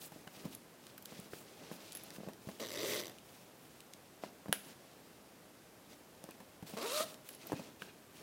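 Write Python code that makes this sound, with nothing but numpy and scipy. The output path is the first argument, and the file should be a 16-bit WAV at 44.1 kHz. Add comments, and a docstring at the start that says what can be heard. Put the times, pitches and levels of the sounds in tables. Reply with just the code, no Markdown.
"""Hands in a zippered bag

Inside a lined handbag in a quiet small room, close to a mono microphone: strokes of filtered noise rustle
the lining, impulses with scattered slips make bumps and dry ticks, decaying sines make the tab clink.
The inner pocket's zipper is pulled open and later shut, each tooth a kick and a scrape that buzz at speed.
Between the pulls metal snaps once, sharply; bursts of uneven noise scrape the lining. Near walls answer."""
import sys
import numpy as np
from scipy import signal
from scipy.fft import rfft, irfft
from scipy.io import wavfile
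from scipy.ndimage import uniform_filter1d

SR = 44100
rng = np.random.default_rng(int(sys.argv[2]) if len(sys.argv) > 2 else 0)


def bounce(signal):
    """Save signal as a 16-bit WAV file at the path given by the first command-line argument."""
    frames = np.transpose(np.atleast_2d(signal))
    limited = np.clip(frames, -1, 1)
    pcm = np.round(limited * 32767).astype(np.int16)
    wavfile.write(sys.argv[1], SR, pcm)


N = 362590
TIME = np.arange(N) / SR


def from_db(db):
    """Decibels to gain."""
    return 10 ** (np.asarray(db) / 20)


def rms_one(x):
    """Scale to unit power."""
    return x / np.sqrt(np.mean(x ** 2) + 1e-20)


def peak_one(x):
    """Scale to unit height."""
    return x / (np.abs(x).max() + 1e-20)


def in_time(rows, t):
    """The columns of a curve at times t."""
    s, *columns = np.transpose(rows)
    return [np.interp(t, s, column) for column in columns]


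def add(out, s, sound):
    """Mix a sound in at time s."""
    start = int(s * SR)
    out[start:start + len(sound)] += sound[:N - start]


def colour(x, spectrum, tilt_db=0, size=2048):
    """Causal (minimum-phase) filter with the given spectrum, tilted in dB per octave."""
    hz, db = np.transpose(spectrum)
    octave = np.log2(np.maximum(np.arange(size // 2 + 1), .5) * SR / size)
    # beyond its end points the spectrum falls by 20 dB per octave
    below = np.maximum(np.log2(hz[0]) - octave, 0)
    above = np.maximum(octave - np.log2(hz[-1]), 0)
    tilt = tilt_db * (octave - octave.mean())
    shape_db = np.interp(octave, np.log2(hz), db) - 20 * (below + above) + tilt
    # folding the cepstrum forward in time gives minimum phase
    cepstrum = irfft(np.log(from_db(shape_db)))
    cepstrum[1:size // 2] *= 2
    cepstrum[size // 2 + 1:] = 0
    response = irfft(np.exp(rfft(cepstrum)))
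    return signal.oaconvolve(x, response)[:len(x)]


def drift(rate, count):
    """Slow random wander with unit rms, turning about rate times a second."""
    knots = rng.standard_normal(count)
    return rms_one(np.interp(np.arange(count) * rate / SR, np.arange(count), knots))


def fade(t, t60):
    """Exponential decay by 60 dB in t60 seconds."""
    return np.exp(-np.log(1000) * t / max(t60, 1e-4))


def ring(modes, spread_db):
    """Struck body: decaying sines, each with a strength varied at random by spread_db."""
    t = TIME[:SR // 4]
    out = np.zeros(len(t))
    for hz, db, t60 in modes:
        strength = from_db(db + spread_db * rng.normal())
        out += strength * np.sin(2 * np.pi * hz * t) * fade(t, t60)
    return out


PUSH = np.eye(1, SR // 6)[0]   # a single ideal impulse


def knock(spectrum, tilt_db, t60, scatter):
    """A sudden push of height one, then a dying scatter of tiny slips, through the same body."""
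    slips = rng.standard_normal(len(PUSH)) * fade(TIME[:len(PUSH)], t60)
    body = peak_one(colour(PUSH, spectrum, tilt_db))
    return signal.oaconvolve(PUSH + scatter * slips / np.linalg.norm(slips), body)


def friction(power, spectrum, grain_db, flutter_db):
    """Threads catch and let go in uneven grains: noise with a fast and a slower random level."""
    level_db = grain_db * drift(900, N) + flutter_db * drift(60, N)
    grains = rng.standard_normal(N) * from_db(level_db)
    return np.sqrt(power) * rms_one(colour(grains, spectrum))


# Background of the quiet room at the microphone. Each row: frequency in Hz, relative level in dB.
QUIET_SPECTRUM = [(15, -41), (25, -27), (64, -11.5), (120, -4), (190, -1.5), (326, -3), (439, -4.5),
                  (489, -5), (624, -6), (911, -10), (1330, -13), (3620, -20), (4250, -21), (14800, -23.5),
                  (16000, -37)]
QUIET_DB = -60


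def quiet_room():
    """Steady coloured noise under everything."""
    return from_db(QUIET_DB) * rms_one(colour(rng.standard_normal(N), QUIET_SPECTRUM, size=8192))


# A hand slides over the lining. Each row: start in seconds, length in seconds, swish level in dB,
# brightness in dB (dull palm low, fingertip high).
HAND_STROKES = [(0.0, 0.087, -59, 10), (0.1, 0.16, -67, 2), (0.3, 0.24, -61, -0.5), (0.51, 0.056, -58.5, 2),
                (0.81, 0.13, -65, -3), (1.06, 0.25, -60, -3), (1.3, 0.16, -62, 6.5), (1.45, 0.18, -64, -7),
                (1.58, 0.24, -60.5, -14), (1.71, 0.064, -59.5, 5), (1.77, 0.18, -61, -1.5),
                (1.91, 0.3, -60.5, -4), (2.13, 0.049, -63, 8), (2.18, 0.18, -67, -21),
                (2.4, 0.26, -64.5, 2), (3.03, 0.16, -68, -21), (3.22, 0.29, -68, 3.5), (3.55, 0.31, -71, 4),
                (4.211, 0.09, -61, -9), (4.63, 0.11, -59.5, -2), (4.72, 0.47, -69, -9),
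                (5.89, 0.077, -64.5, -2), (6.19, 0.19, -69.5, -19), (6.66, 0.071, -56.5, 3),
                (6.71, 0.17, -59.5, -2), (7.02, 0.14, -57, -1), (7.24, 0.14, -62, 3), (7.38, 0.34, -59, -6),
                (7.79, 0.11, -62.5, -1), (8.12, 0.17, -62, -2.5)]
STROKE_ATTACK, STROKE_RELEASE = 0.23, 0.44   # shares of a stroke's length
RESTING_DB = -73   # hands that only hold the cloth still stir it


def stroke_power(offset_db, per_brightness):
    """Every stroke swells, holds and lets go; brightness shifts its level."""
    power = np.full(N, from_db(RESTING_DB + offset_db) ** 2)
    for s, length, db, brightness_db in HAND_STROKES:
        phase = np.linspace(0, 1, int(length * SR))
        swell = np.minimum(1, np.minimum(phase / STROKE_ATTACK, (1 - phase) / STROKE_RELEASE))
        stroke_db = db + offset_db + per_brightness * brightness_db
        add(power, max(s, 0), swell * from_db(stroke_db) ** 2)
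    return power


# Dull rub, swish and fine hiss of skin on the lining. Each row: frequency in Hz, relative level in dB.
RUB_SPECTRUM = [(60, -21.5), (150, 1), (300, 1), (600, 0.5), (1000, -8), (2000, -11.5), (4000, -46.5)]
SWISH_SPECTRUM = [(700, -3.5), (1500, -7), (2500, 2.5), (3800, 1), (5500, 0), (8000, -7), (12000, -14)]
HISS_SPECTRUM = [(4000, -34), (7000, -9), (9500, -7), (13000, -8.5), (16000, -5.5)]
RUB_DB, HISS_DB = -1, -3   # against the swish
RUB_PER_BRIGHTNESS, HISS_PER_BRIGHTNESS = -0.27, 0.92   # dB for each dB of brightness


def lining():
    """Skin on cloth: a dull rub, a swish and a fine hiss, all driven by the same strokes."""
    rub_power = stroke_power(RUB_DB, RUB_PER_BRIGHTNESS)
    hiss_power = stroke_power(HISS_DB, HISS_PER_BRIGHTNESS)
    rub = friction(rub_power, RUB_SPECTRUM, grain_db=1, flutter_db=3.0)
    swish = friction(stroke_power(0, 0), SWISH_SPECTRUM, grain_db=2.0, flutter_db=1.77)
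    hiss = friction(hiss_power, HISS_SPECTRUM, grain_db=1.5, flutter_db=1.0)
    return rub + swish + hiss


# Fingers bump and buckle the bag. Each row: start in seconds, thud level in dB,
# thud tilt in dB per octave, crease level in dB.
FINGER_BUMPS = [(0.12, -50, -6, -44), (0.161, -41, 0, -52), (0.272, -44.5, -1, -45),
                (0.371, -48, -4.5, -61), (0.445, -45, -1, -57), (0.453, -36, 0, -38), (0.456, -35, -5, -62),
                (1.122, -39.5, 3, -53), (1.191, -41.5, -3.5, -53), (1.336, -45.5, -1, -46),
                (1.715, -32.5, 4.5, -51), (2.184, -38, -1.5, -53), (2.204, -39.5, 1, -57),
                (2.234, -37.5, 3, -58), (2.265, -46, 0.5, -54), (2.274, -36, -0.5, -54),
                (2.286, -35.5, 5, -40), (2.472, -38, -8, -45), (2.488, -35, 0.5, -38),
                (4.237, -30, 6.5, -39.5), (4.459, -38.5, 6.5, -49), (4.483, -39.5, -3, -42),
                (4.493, -33.5, -4.5, -53), (6.241, -39, 1.5, -58), (6.289, -40, 2, -46),
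                (6.403, -46, 0.5, -43.5), (6.626, -37.5, -4.5, -44), (6.737, -35.5, 1.5, -42),
                (6.751, -50, -1, -51), (7.499, -37.5, 6, -45), (7.52, -26, 4.5, -34.5), (7.53, -27, 4, -40),
                (7.535, -32.5, -5.5, -50), (7.595, -37, 2.5, -45), (7.819, -44, 0.5, -39.5)]
# Soft body of the bag, and its creases. Each row: frequency in Hz, relative level in dB.
THUD_SPECTRUM = [(40, -23), (90, -8), (180, 6), (350, -2), (600, -3.5), (900, -16), (1600, -28.5)]
CREASE_SPECTRUM = [(300, -11.5), (600, 3.5), (1000, 5.5), (1300, -10.5), (1650, -3), (2100, -7),
                   (3000, -12.5), (6000, -16), (15000, -16.5)]


def bumps():
    """The soft bag thuds while its creases give way."""
    out = np.zeros(N)
    for s, thud_db, tilt_db, crease_db in FINGER_BUMPS:
        add(out, s, from_db(thud_db) * knock(THUD_SPECTRUM, tilt_db, t60=0.071, scatter=0.53))
        add(out, s, from_db(crease_db) * knock(CREASE_SPECTRUM, 0, t60=0.052, scatter=2.37))
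    return out


# Dry ticks of nails, seams and the slider. Each row: start in seconds, level in dB, tilt in dB per octave.
DRY_TICKS = [(0.276, -40, -6), (0.55, -35, 11.5), (0.868, -44.5, 1), (0.98, -43, -3), (1.025, -47, 5),
             (1.057, -36.5, 4), (1.2, -40.5, 10.5), (1.334, -37.5, -15.5), (1.922, -36.5, 5),
             (1.93, -40, 4.5), (2.105, -40.5, -0.5), (2.162, -43, -1), (2.334, -45, 1.5), (2.701, -43, 8),
             (3.185, -44.5, -2.5), (3.805, -41, 2), (3.9363, -39.5, 0), (6.24, -40.5, 4), (6.309, -39, 11),
             (7.143, -43, 0.5), (7.291, -40.5, -2), (7.821, -37.5, -11)]
# Small hard contact. Each row: frequency in Hz, relative level in dB.
TICK_SPECTRUM = [(400, -20.5), (1100, -11.5), (1600, 10), (2100, 0), (2850, 9), (3500, 7.5), (4100, 5),
                 (6000, 3), (10000, 1.5), (16000, -9)]


def ticks():
    """Small hard contacts: an impulse and a very short scatter of slips."""
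    out = np.zeros(N)
    for s, db, tilt_db in DRY_TICKS:
        add(out, s, from_db(db) * knock(TICK_SPECTRUM, tilt_db, t60=0.0089, scatter=2.32))
    return out


# The pull tab clinks and chatters on the slider. Each row: start in seconds, peak of the ring in dB,
# strength of the upper mode in dB.
TAB_CLINKS = [(0.549, -41, -8), (0.979, -42, 10), (1.024, -47, 12), (1.054, -42, 15), (1.951, -32.5, -12),
              (1.955, -42, -4), (1.959, -37, -6), (1.971, -34, -2), (2.036, -39, -1), (7.289, -36, 1),
              (7.305, -44, -2), (7.331, -45, -9), (7.349, -41, -12), (7.47, -38, 10)]
# Lower modes of the metal tab. Each row: frequency in Hz, relative level in dB, t60 in seconds.
TAB_LOWER_MODES = [(10300, -13, 0.022), (11190, -2, 0.023)]
TAB_UPPER_HZ, TAB_UPPER_T60_S = 14430, 0.028
TAB_TICK_DB = -9.5   # the tab's dry tick against its ring


def clinks():
    """The thin ring of the pull tab, damped by the fingers, with a dry tick at each contact."""
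    out = np.zeros(N)
    for s, db, upper_db in TAB_CLINKS:
        modes = TAB_LOWER_MODES + [(TAB_UPPER_HZ, upper_db, TAB_UPPER_T60_S)]
        add(out, s, from_db(db) * peak_one(ring(modes, spread_db=0.0)))
        tick = knock(TICK_SPECTRUM, 0, t60=0.033, scatter=2.2)
        add(out, s, from_db(db + TAB_TICK_DB) * tick)
    return out


def levelled(x, size):
    """Even out the running power over size samples, with a floor so that near-silence is not blown up."""
    power = uniform_filter1d(x ** 2, size)
    return x / np.sqrt(np.abs(power) + np.mean(x ** 2) / 100)


def shimmer(x, depth_db, rate):
    """No two teeth meet alike: each half-octave swells and sinks on its own."""
    hz = np.maximum(np.arange(len(x) // 2 + 1), 1) * SR / len(x)
    spectrum = rfft(x)
    out = np.zeros(len(x))
    for centre_hz in 2 ** np.arange(6, 15, .5):
        weight = np.maximum(1 - np.abs(2 * np.log2(hz / centre_hz)), 0)
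        band = irfft(spectrum * weight, len(x))
        out += band * from_db(depth_db * drift(rate, len(x)))
    return out


# The hand tugs the cloth taut (panel booms, teeth bite) or lets it slacken. Each row: centre in seconds,
# half-width in seconds, panel change in dB, rasp change in dB.
CLOTH_TUGS = [(2.625, 0.017, 4.5, -1.5), (2.688, 0.01, -2, 1.5), (2.842, 0.01, 5, -0.5),
              (2.93, 0.044, 0.5, 2.5), (3.002, 0.0077, 1.5, 3.5), (6.777, 0.012, 4, 3.5),
              (6.822, 0.0087, 1.5, 4.5), (6.853, 0.012, 4, -4), (6.888, 0.006, -5, -1.5),
              (6.975, 0.017, 4.5, 2.5), (7.007, 0.0062, 11.5, 2)]
USUAL_TEETH_PER_S = 400   # speed at which the slopes below add nothing


def zipper(speed, panel, rasp, jitter, uneven_db, scrape_t60, rise_s, drag, shimmer_db,
           panel_db, panel_slope_db, rasp_db, rasp_slope_db, bright_db, bright_slope_db, ease_s, ease_db):
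    """Each tooth kicks the cloth panel and scrapes through the slider; at speed the kicks fuse into a pitch.
    Levels and brightness shift by their slopes per doubling of speed; levels sink as the hand eases off."""
    t = np.arange(speed[0][0], speed[-1][0], 1 / SR)
    rate, = in_time(speed, t)
    doublings = np.log2(rate / USUAL_TEETH_PER_S)
    easing_db = np.interp(t, [t[-1] - ease_s, t[-1]], [0, ease_db])
    boom_db, bite_db = np.zeros((2, len(t)))
    for s, width, panel_change_db, rasp_change_db in CLOTH_TUGS:
        tug = np.exp(-((t - s) / width) ** 2)
        boom_db += panel_change_db * tug
        bite_db += rasp_change_db * tug
    body_db = panel_db + panel_slope_db * doublings + boom_db + easing_db
    metal_db = rasp_db + rasp_slope_db * doublings + bite_db + easing_db
    # teeth arrive a little early or late, and no two are equally tight
    at = np.flatnonzero(np.diff(np.floor(np.cumsum(rate) / SR), prepend=-1))
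    chance = rng.standard_normal((len(at), 2))
    at = np.clip(at + jitter * chance[:, 0] * SR / rate[at], 0, len(t) - 1).astype(int)
    kicks = np.zeros(len(t))
    kicks[at] = from_db(uneven_db * chance[:, 1])
    # a scrape builds up as the tooth enters the slider, then dies
    age = TIME[:SR // 30]
    scrape = fade(age, scrape_t60) * (1 - np.exp(-age / rise_s))
    roughness = signal.oaconvolve(kicks, scrape)[:len(t)]
    tooth_scrapes = rms_one(roughness * rng.standard_normal(len(t)))
    push = rms_one(kicks - kicks.mean()) + drag * tooth_scrapes
    body = levelled(colour(push, panel), size=800)
    # the top of the rasp changes with the speed of contact
    metal = shimmer(colour(tooth_scrapes, rasp), shimmer_db, rate=100)
    high_pass = signal.butter(2, 7200, "high", fs=SR, output="sos")
    top = signal.sosfiltfilt(high_pass, metal)
    top_gain = from_db(bright_db + bright_slope_db * doublings)
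    metal = levelled(metal + (top_gain - 1) * top, size=900)
    out = np.zeros(N)
    add(out, t[0], from_db(body_db) * body + from_db(metal_db) * metal)
    return out


# Slider speed while opening. Each row: time in seconds, speed in teeth per second.
OPENING_SPEED = [(2.598, 237), (2.63, 224), (2.685, 87.5), (2.75, 223), (2.83, 357), (2.92, 432),
                 (2.995, 330), (3.025, 110), (3.12, 45)]
# Cloth panel that carries the zipper, and rasp of the teeth. Each row: frequency in Hz, relative level in dB.
OPENING_PANEL = [(53, -68), (90, -12), (134, -11.5), (255, -7.5), (344, -3), (520, -2.5), (595, 0),
                 (760, -19.5), (1180, -11.5), (1510, -32), (1800, -18), (2340, -39), (3960, -120)]
OPENING_RASP = [(820, -52), (1400, -12), (2020, 1.5), (2380, -7), (3720, 0), (4300, -5), (4900, -2),
                (5320, -7.5), (6080, -2), (6660, -11.5), (7220, -7), (9320, -12), (15200, -12),
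                (16000, -24)]


def opening():
    """Parting teeth rattle loosely."""
    return zipper(OPENING_SPEED, OPENING_PANEL, OPENING_RASP, jitter=0.15, uneven_db=2.0,
                  scrape_t60=0.012, rise_s=0.00034, drag=0.76, shimmer_db=2.0,
                  panel_db=-43.5, panel_slope_db=5.0, rasp_db=-43.5, rasp_slope_db=4.0,
                  bright_db=0.5, bright_slope_db=-0.3, ease_s=0.044, ease_db=-7)


# One hard metal snap. Each row: start in seconds, level of the crack in dB.
SNAP_TIMES = [(4.5275, -5)]
# Body of the crack. Each row: frequency in Hz, relative level in dB.
SNAP_SPECTRUM = [(200, -18), (400, -1.5), (680, 3), (1100, -7.5), (1580, 4.5), (2300, -12), (2900, -0.5),
                 (3500, -2), (4400, -11), (6400, -15), (9200, -9.5), (10200, 0), (12000, -12),
                 (15500, -9.5)]
# Ringing metal. Each row: frequency in Hz, relative level in dB, t60 in seconds.
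SNAP_RINGING = [(1560, -25, 0.0061), (3060, -24, 0.016), (10210, -27.5, 0.15), (10200, -37, 0.069),
                (9700, -38, 0.05), (10750, -34, 0.035), (12720, -34, 0.035), (14700, -28, 0.02)]
# The snap's bright, noisy tail in the room. Each row: frequency in Hz, relative level in dB.
SNAP_TAIL_SPECTRUM = [(900, -8), (2300, 6), (4000, 0), (5500, 0), (8000, -5), (12000, 1), (15500, -3)]
SNAP_RING_DB, SNAP_TAIL_DB = -5, -40   # against the crack
SNAP_TAIL_T60_S = 0.3


def snap():
    """Metal springs against metal: a crack, a brief ring and a bright, noisy tail dying away in the room."""
    out = np.zeros(N)
    t = TIME[:SR // 3]
    for s, db in SNAP_TIMES:
        add(out, s, from_db(db) * knock(SNAP_SPECTRUM, 0, t60=0.006, scatter=0.2))
        add(out, s, from_db(db + SNAP_RING_DB) * ring(SNAP_RINGING, spread_db=1.0))
        noise = rms_one(colour(rng.standard_normal(len(t)), SNAP_TAIL_SPECTRUM))
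        add(out, s, from_db(db + SNAP_TAIL_DB) * noise * fade(t, SNAP_TAIL_T60_S))
    return out


# Short rough scrapes and crackles of the lining. Each row: start in seconds, length in seconds, level in dB.
LINING_SCRAPES = [(6.292, 0.046, -62), (7.494, 0.13, -61), (7.879, 0.04, -60)]
# Colour of these scrapes. Each row: frequency in Hz, relative level in dB.
SCRAPE_SPECTRUM = [(1200, -18), (1750, 5), (2100, -10), (2500, 9.5), (3100, -6.5), (4000, -4), (7000, -27)]


def scrapes():
    """Short rough scrapes and crackles of the lining: bursts of noise with an uneven level."""
    power = np.zeros(N)
    for s, length, db in LINING_SCRAPES:
        add(power, s, from_db(db) ** 2 * np.hanning(int(length * SR)))
    return friction(power, SCRAPE_SPECTRUM, grain_db=2.5, flutter_db=2.5)


# Slider speed while shutting. Each row: time in seconds, speed in teeth per second.
SHUTTING_SPEED = [(6.769, 225), (6.81, 235), (6.84, 390), (6.86, 465), (6.905, 478), (6.94, 590),
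                  (6.965, 612), (7.01, 614), (7.024, 675), (7.046, 650)]
# Cloth panel and rasp of the teeth. Each row: frequency in Hz, relative level in dB.
SHUTTING_PANEL = [(90, -28), (220, -2), (420, 2), (610, 5), (800, -8.5), (1000, -2.5), (1220, -4.5),
                  (1500, -12.5), (2200, -15)]
SHUTTING_RASP = [(1300, 2), (1750, -9.5), (2150, -8), (2520, -2.5), (3100, -4), (3900, -0.5), (4700, -4),
                 (5600, -6.5), (8000, -9), (10300, -10.5), (12500, -13.5), (16000, -17)]


def shutting():
    """Meshing teeth run evenly and sing."""
    return zipper(SHUTTING_SPEED, SHUTTING_PANEL, SHUTTING_RASP, jitter=0.035, uneven_db=1.6,
                  scrape_t60=0.012, rise_s=0.00041, drag=0.28, shimmer_db=1.5,
                  panel_db=-44.0, panel_slope_db=2.0, rasp_db=-45.0, rasp_slope_db=7.5,
                  bright_db=0.0, bright_slope_db=4.0, ease_s=0.03, ease_db=-8)


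# Diffuse tail of the small room. Each row: frequency in Hz, relative level in dB.
ROOM_SPECTRUM = [(100, -3.5), (300, 2.5), (620, -3.5), (1200, -6), (3000, -4), (7000, -6.5), (10000, -1.5),
                 (16000, -7.5)]
# Reflections from the near walls. Each row: delay in seconds, level in dB.
WALL_ECHOES = [(.0092, -20), (.0105, -42), (.0172, -31), (.0203, -28)]
# A lingering resonance. Each row: frequency in Hz, level in dB, t60 in seconds.
ROOM_RESONANCE = [(628, -67, 0.37)]
ROOM_T60_S = 0.45


def room(x, wet_db):
    """Reflections from the near walls, then a short diffuse tail with one lingering note."""
    t = TIME[:SR // 2]
    build_up = 1 - fade(t, 0.014)
    tail = colour(rng.standard_normal(len(t)), ROOM_SPECTRUM) * fade(t, ROOM_T60_S) * build_up
    response = from_db(wet_db) * tail / np.linalg.norm(tail)
    for delay, db in WALL_ECHOES:
        response[int(delay * SR)] += from_db(db)
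    add(response, 0, ring(ROOM_RESONANCE, spread_db=0))
    return x + signal.oaconvolve(x, response)[:N]


def scene():
    """Two pulls and the handling around them, over the quiet of the room; both channels are alike."""
    bag = lining() + bumps() + ticks() + clinks() + opening() + scrapes() + shutting()
    mono = quiet_room() + room(bag, wet_db=-14) + room(snap(), wet_db=-18)
    return np.tile(mono, (2, 1))


def record(dry):
    """The top is cut steeply above 15.9 kHz."""
    low_pass = signal.ellip(10, .1, 80, 15900, fs=SR, output="sos")
    return signal.sosfilt(low_pass, dry)


dry = scene()
out = record(dry)
bounce(out)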